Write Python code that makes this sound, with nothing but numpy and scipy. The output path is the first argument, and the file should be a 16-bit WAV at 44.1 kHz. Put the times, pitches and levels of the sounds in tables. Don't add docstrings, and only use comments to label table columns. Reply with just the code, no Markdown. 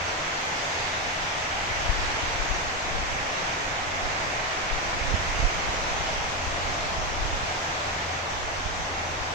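import sys
import numpy as np
from scipy import signal
from scipy.fft import rfft, irfft, next_fast_len
from scipy.io import wavfile
from scipy.ndimage import uniform_filter1d, map_coordinates

SR = 44100
rng = np.random.default_rng(int(sys.argv[2]) if len(sys.argv) > 2 else 0)


def bounce(signal):
    frames = np.transpose(np.atleast_2d(signal))
    limited = np.clip(frames, -1, 1)
    pcm = np.round(limited * 32767).astype(np.int16)
    wavfile.write(sys.argv[1], SR, pcm)


N = 411894


def amp(db):
    return 10 ** (np.asarray(db) / 20)


def unit(x):
    return x / np.sqrt(np.mean(x ** 2) + 1e-20)


def along(points, hz):
    points_hz, values = np.transpose(points)
    return np.interp(np.log(hz + 1), np.log(points_hz + 1), values)


def curves(rows):
    times_s, *columns = np.transpose(rows)
    return [np.interp(np.arange(N) / SR, times_s, column) for column in columns]


def wobble(knots_per_s):
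    knots = rng.standard_normal(int(N * knots_per_s / SR) + 4)
    return map_coordinates(knots, [np.arange(N) * knots_per_s / SR])


def filtered(x, response):
    size = next_fast_len(N + SR // 2)
    hz = np.fft.rfftfreq(size, 1 / SR)
    return irfft(rfft(x, size) * response(hz), size)[..., :N]


def drops(spectrum, spread_db, patchy_db):
    port_gap_m, sound_m_per_s = .172, 343
    aside_db, lead_s = -13.5, 0.00033

    drop_sizes = amp(spread_db * rng.standard_normal((3, N)))
    impacts = rng.standard_normal((3, N)) * drop_sizes

    bins = signal.stft(impacts, nperseg=512)[2]
    patches = uniform_filter1d(rng.standard_normal(bins.shape[1:]), size=6, axis=0)
    patches = uniform_filter1d(patches, size=14, axis=1)
    *pair, aside = signal.istft(bins * amp(patchy_db * unit(patches)), nperseg=512)[1][:, :N]

    def mid_side_response(hz):
        correlation = .96 * np.sinc(2 * hz * port_gap_m / sound_m_per_s)
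        angle = np.arccos(correlation) / 2
        return amp(along(spectrum, hz)) * [np.cos(angle), np.sin(angle)]

    def aside_response(hz):
        shift = np.exp(1j * np.pi * hz * lead_s * np.array([[1], [-1]]))
        return amp(along(spectrum, hz) + aside_db) * shift

    mid, side = filtered(np.array(pair), mid_side_response)
    return unit(np.array([mid + side, mid - side]) + filtered(aside, aside_response))


def rain():
    # start_s, body_db, patter_db, bush_db
    rain_levels = [(0, -32.5, -33.5, -36.5), (.8, -32.5, -32, -36.5), (1.6, -32.5, -33, -35.5),
                   (2.4, -31.5, -32.5, -36.5), (3.2, -32, -33, -35.5), (4, -31, -33, -35),
                   (4.8, -31.5, -33, -35), (5.4, -31.5, -32, -36), (5.7, -30.5, -32.5, -39),
                   (6.2, -32, -33, -40.5), (6.8, -32, -33.5, -40), (7.6, -32, -33.5, -40.5),
                   (8.4, -32.5, -34.5, -39.5), (9.34, -32.5, -34.5, -43)]
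    # freq_hz, relative_db_per_hz
    body_spectrum = [(15, -6.5), (60, -12), (125, -7), (180, -9.5), (215, -13), (270, -10.5), (400, -10),
                     (550, -6), (670, -2.5), (770, -2), (950, -4.5), (1500, -9), (2000, -14), (3300, -92)]
    # freq_hz, relative_db_per_hz
    patter_spectrum = [(600, -30.5), (1000, -8), (1420, -9), (2150, -6.5), (2750, -8), (3400, -9.5),
                       (4200, -13), (5100, -13.5), (6260, -12.5), (7870, -23), (8620, -33), (8920, -39),
                       (13400, -42.5), (15200, -50)]
    # freq_hz, relative_db_per_hz
    bush_spectrum = [(700, -35), (1300, -6.5), (1800, -3), (2200, -3), (2700, -9.5), (4000, -38),
                     (8000, -70)]
    # freq_hz, left_minus_right_db
    shell_lean = [(60, 1), (140, 1), (330, 2), (730, 1.5), (1100, 0), (1700, 0.5), (2200, -1.5), (3000, 0),
                  (4500, 2), (6000, 2), (6900, -1), (9000, .5)]

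    body_db, patter_db, bush_db = curves(rain_levels) + 0.5 * wobble(3.11) + 0.11 * wobble(18)
    body = amp(body_db) * drops(body_spectrum, spread_db=0.23, patchy_db=-0.16)
    patter = amp(patter_db) * drops(patter_spectrum, spread_db=1.5, patchy_db=1.03)
    bush = amp(bush_db + [[-2.5], [2.5]]) * drops(bush_spectrum, spread_db=3.5, patchy_db=0.5)
    shaded = filtered(body + patter, lambda hz: amp(along(shell_lean, hz) * [[.5], [-.5]]))
    return bush + shaded


def wind():
    # start_s, left_db, right_db
    wind_levels = [(0, -46, -53), (.4, -51, -53), (1.4, -47, -47), (1.7, -38, -42), (1.9, -37, -42),
                   (2.05, -37, -38), (2.3, -38, -39), (2.5, -40, -44), (2.7, -40, -38), (2.85, -42, -41),
                   (3.05, -36, -42), (3.2, -38, -42), (3.3, -44, -45), (3.45, -39, -45), (3.9, -43, -43),
                   (4.4, -42, -42), (4.75, -43, -48), (4.9, -38, -39), (5.25, -40, -37), (5.5, -37, -36),
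                   (5.75, -39, -40), (6.2, -43, -34.5), (6.5, -37, -41), (6.7, -41, -37), (7.2, -36, -35),
                   (7.4, -38, -38), (7.7, -47, -48), (8.3, -45, -45), (8.5, -44, -38), (8.9, -46, -42),
                   (9.15, -42, -38), (9.34, -42, -47)]
    # freq_hz, relative_db_per_hz
    eddy_spectrum = [(8, -30), (18, 9.5), (40, 8.5), (80, -1.5), (160, -15.5), (400, -58.5)]
    lump_db, lumps_per_s = 2.9, 13
    swell_db, swells_per_s = 2, 6.3

    lumps = amp(lump_db * np.array([wobble(lumps_per_s), wobble(lumps_per_s)]))
    turbulence = lumps * rng.standard_normal((2, N))
    low_noise = filtered(turbulence, lambda hz: amp(along(eddy_spectrum, hz)))
    buffet = [unit(port) for port in low_noise]
    swells = swell_db * np.array([wobble(swells_per_s), wobble(swells_per_s)])
    return amp(curves(wind_levels) + swells) * buffet


def hum():
    # start_s, tone_db, third_harmonic_db
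    hum_levels = [(0, -42.5, -66), (.25, -55, -62), (.6, -55, -66), (.95, -47, -64), (1.6, -48, -68),
                  (2.1, -47.5, -68), (2.6, -51, -70), (2.9, -48, -64), (3.2, -49, -64), (3.4, -60, -64),
                  (3.6, -48.5, -64), (4.2, -49, -57), (4.45, -56, -68), (4.8, -51, -61), (5.2, -40, -60),
                  (5.65, -49, -65), (6.0, -54, -64), (6.4, -42, -54), (6.65, -42.5, -56), (6.8, -47, -57),
                  (7.0, -43, -61), (7.4, -42, -64), (7.6, -48, -64), (8.0, -40.5, -68), (8.45, -50, -66),
                  (8.8, -43, -55), (9.34, -42, -55.5)]
    start_hz, fall_hz_per_s = 87.8, .25
    pitch_waver_hz, level_waver_db = 0.26, 1.1

    pitch_hz = start_hz - fall_hz_per_s * np.arange(N) / SR + pitch_waver_hz * wobble(6)
    phase = 2 * np.pi * np.cumsum(pitch_hz) / SR
    tone, third = amp(curves(hum_levels) + level_waver_db * wobble(5))
    return np.sqrt(2) * (tone * np.sin(phase) + third * np.sin(3 * phase))


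def ticks():
    # start_s, initial_rms_db, left_minus_right_db, centre_hz, t60_ms
    tick_events = [(0.414, -57, -1, 11000, 20), (0.571, -47, -3, 14000, 3), (2.498, -51, -3, 12000, 3),
                   (4.040, -52, -1, 12000, 4), (5.556, -53, 0, 12000, 4), (5.734, -53, 0, 12000, 4)]
    width_hz = 2500

    out = np.zeros((2, N))
    t = np.arange(SR // 20) / SR
    freq_hz = np.fft.rfftfreq(len(t), 1 / SR)
    for start_s, level_db, lean_db, centre_hz, t60_ms in tick_events:
        band = np.exp(-((freq_hz - centre_hz) / width_hz) ** 2)
        thin_noise = unit(irfft(rfft(rng.standard_normal(len(t))) * band, len(t)))
        decay = amp(level_db - 60 * t * 1000 / t60_ms)
        port_gains = amp([[lean_db / 2], [-lean_db / 2]])
        out[:, round(start_s * SR):][:, :len(t)] += decay * thin_noise * port_gains
    return out


def thumps():
    # peak_s, peak_db, width_ms, sign (push 1, suck -1), port (0 left, 1 right)
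    thump_events = [(1.714, -25, 5, 1, 0), (1.862, -23, 8, 1, 0), (1.894, -15, 4.6, -1, 0),
                    (1.901, -14, 9.3, 1, 0), (1.944, -25, 6.5, 1, 0), (1.992, -20, 8, -1, 0),
                    (2.009, -28, 5, 1, 0), (2.034, -26, 7, 1, 0), (2.080, -24, 4.7, 1, 0),
                    (2.233, -24, 5.4, -1, 0), (2.239, -24, 3.2, 1, 0), (2.356, -30, 8, 1, 0),
                    (2.402, -18, 9, -1, 0), (2.421, -23, 8, 1, 0), (2.459, -27, 7, -1, 0),
                    (2.484, -26, 9, 1, 0), (2.500, -26, 7, -1, 0), (2.515, -14.5, 8.5, 1, 0),
                    (2.562, -23, 8, 1, 0), (2.677, -25, 7, -1, 1), (2.933, -29, 8, -1, 0),
                    (2.952, -20, 14, 1, 0), (2.989, -23, 2.7, 1, 0), (3.005, -28, 6, 1, 0),
                    (3.037, -25, 9, 1, 0), (3.079, -26, 8, -1, 0), (3.156, -24, 6.6, 1, 1),
                    (4.037, -24, 5.8, 1, 1), (4.059, -21, 8.7, -1, 1), (4.734, -15, 15, 1, 0),
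                    (5.018, -21, 8, 1, 1), (5.034, -23, 6.5, 1, 1), (5.059, -20, 7.5, -1, 1),
                    (5.087, -19, 12, 1, 1), (5.108, -25, 7, -1, 1), (5.124, -18, 5.5, 1, 1),
                    (5.142, -12, 3.7, 1, 1), (5.149, -16.5, 2.8, -1, 1), (5.201, -24, 8, 1, 1),
                    (5.262, -26, 4.2, 1, 1), (5.280, -24, 6, -1, 1), (5.297, -21, 5.8, 1, 1),
                    (5.356, -27, 9, 1, 1), (5.369, -25, 7, -1, 0), (5.402, -14, 6, 1, 1),
                    (5.427, -23, 6, 1, 0), (5.430, -15, 3.8, 1, 1), (5.443, -14, 5, -1, 1),
                    (5.452, -13.5, 12, 1, 1), (5.467, -18, 8, -1, 1), (5.508, -27, 6, 1, 1),
                    (5.556, -27, 8, 1, 1), (5.583, -26, 5, 1, 1), (5.693, -20, 6.6, 1, 1),
                    (5.782, -25, 6, 1, 1), (5.826, -25, 10, -1, 0), (5.921, -24.5, 10, 1, 1),
                    (6.009, -21, 5.8, 1, 0), (6.129, -23, 12, 1, 1), (6.203, -26, 7, 1, 1),
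                    (6.253, -29, 7.5, 1, 1), (6.486, -25, 8, 1, 0), (6.658, -26, 9, 1, 1),
                    (6.68, -23, 5.4, -1, 1), (6.985, -21, 7, 1, 1), (7.041, -25, 5.5, 1, 1),
                    (7.179, -25, 10, 1, 1), (7.227, -25, 5.1, 1, 1), (7.255, -17, 4.7, 1, 1),
                    (7.334, -22, 6.4, 1, 1), (7.435, -25, 6.8, 1, 1), (8.661, -17.5, 6.3, 1, 1),
                    (9.218, -28, 8, -1, 0)]

    out = np.zeros((2, N))
    half = SR // 20
    t = np.arange(-half, half) / SR
    for peak_s, peak_db, width_ms, sign, port in thump_events:
        side_width_ms = width_ms * np.where(t < 0, .45, .95)
        u = np.abs(t * 1000 / side_width_ms) ** 1.41
        bump = (1 - u) * np.exp(-u / 2)
        out[int(round(port)), round(peak_s * SR) - half:][:len(t)] += np.sign(sign) * amp(peak_db) * bump
    return filtered(out, lambda hz: hz ** 2 / (hz ** 2 + 14 ** 2) / (1 + (hz / 450) ** 4))


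def scene():
    return rain() + wind() + hum() + ticks() + thumps()


def record(dry):
    top_hz = 15250
    return filtered(dry, lambda hz: hz < top_hz)


dry = scene()
out = record(dry)
bounce(out)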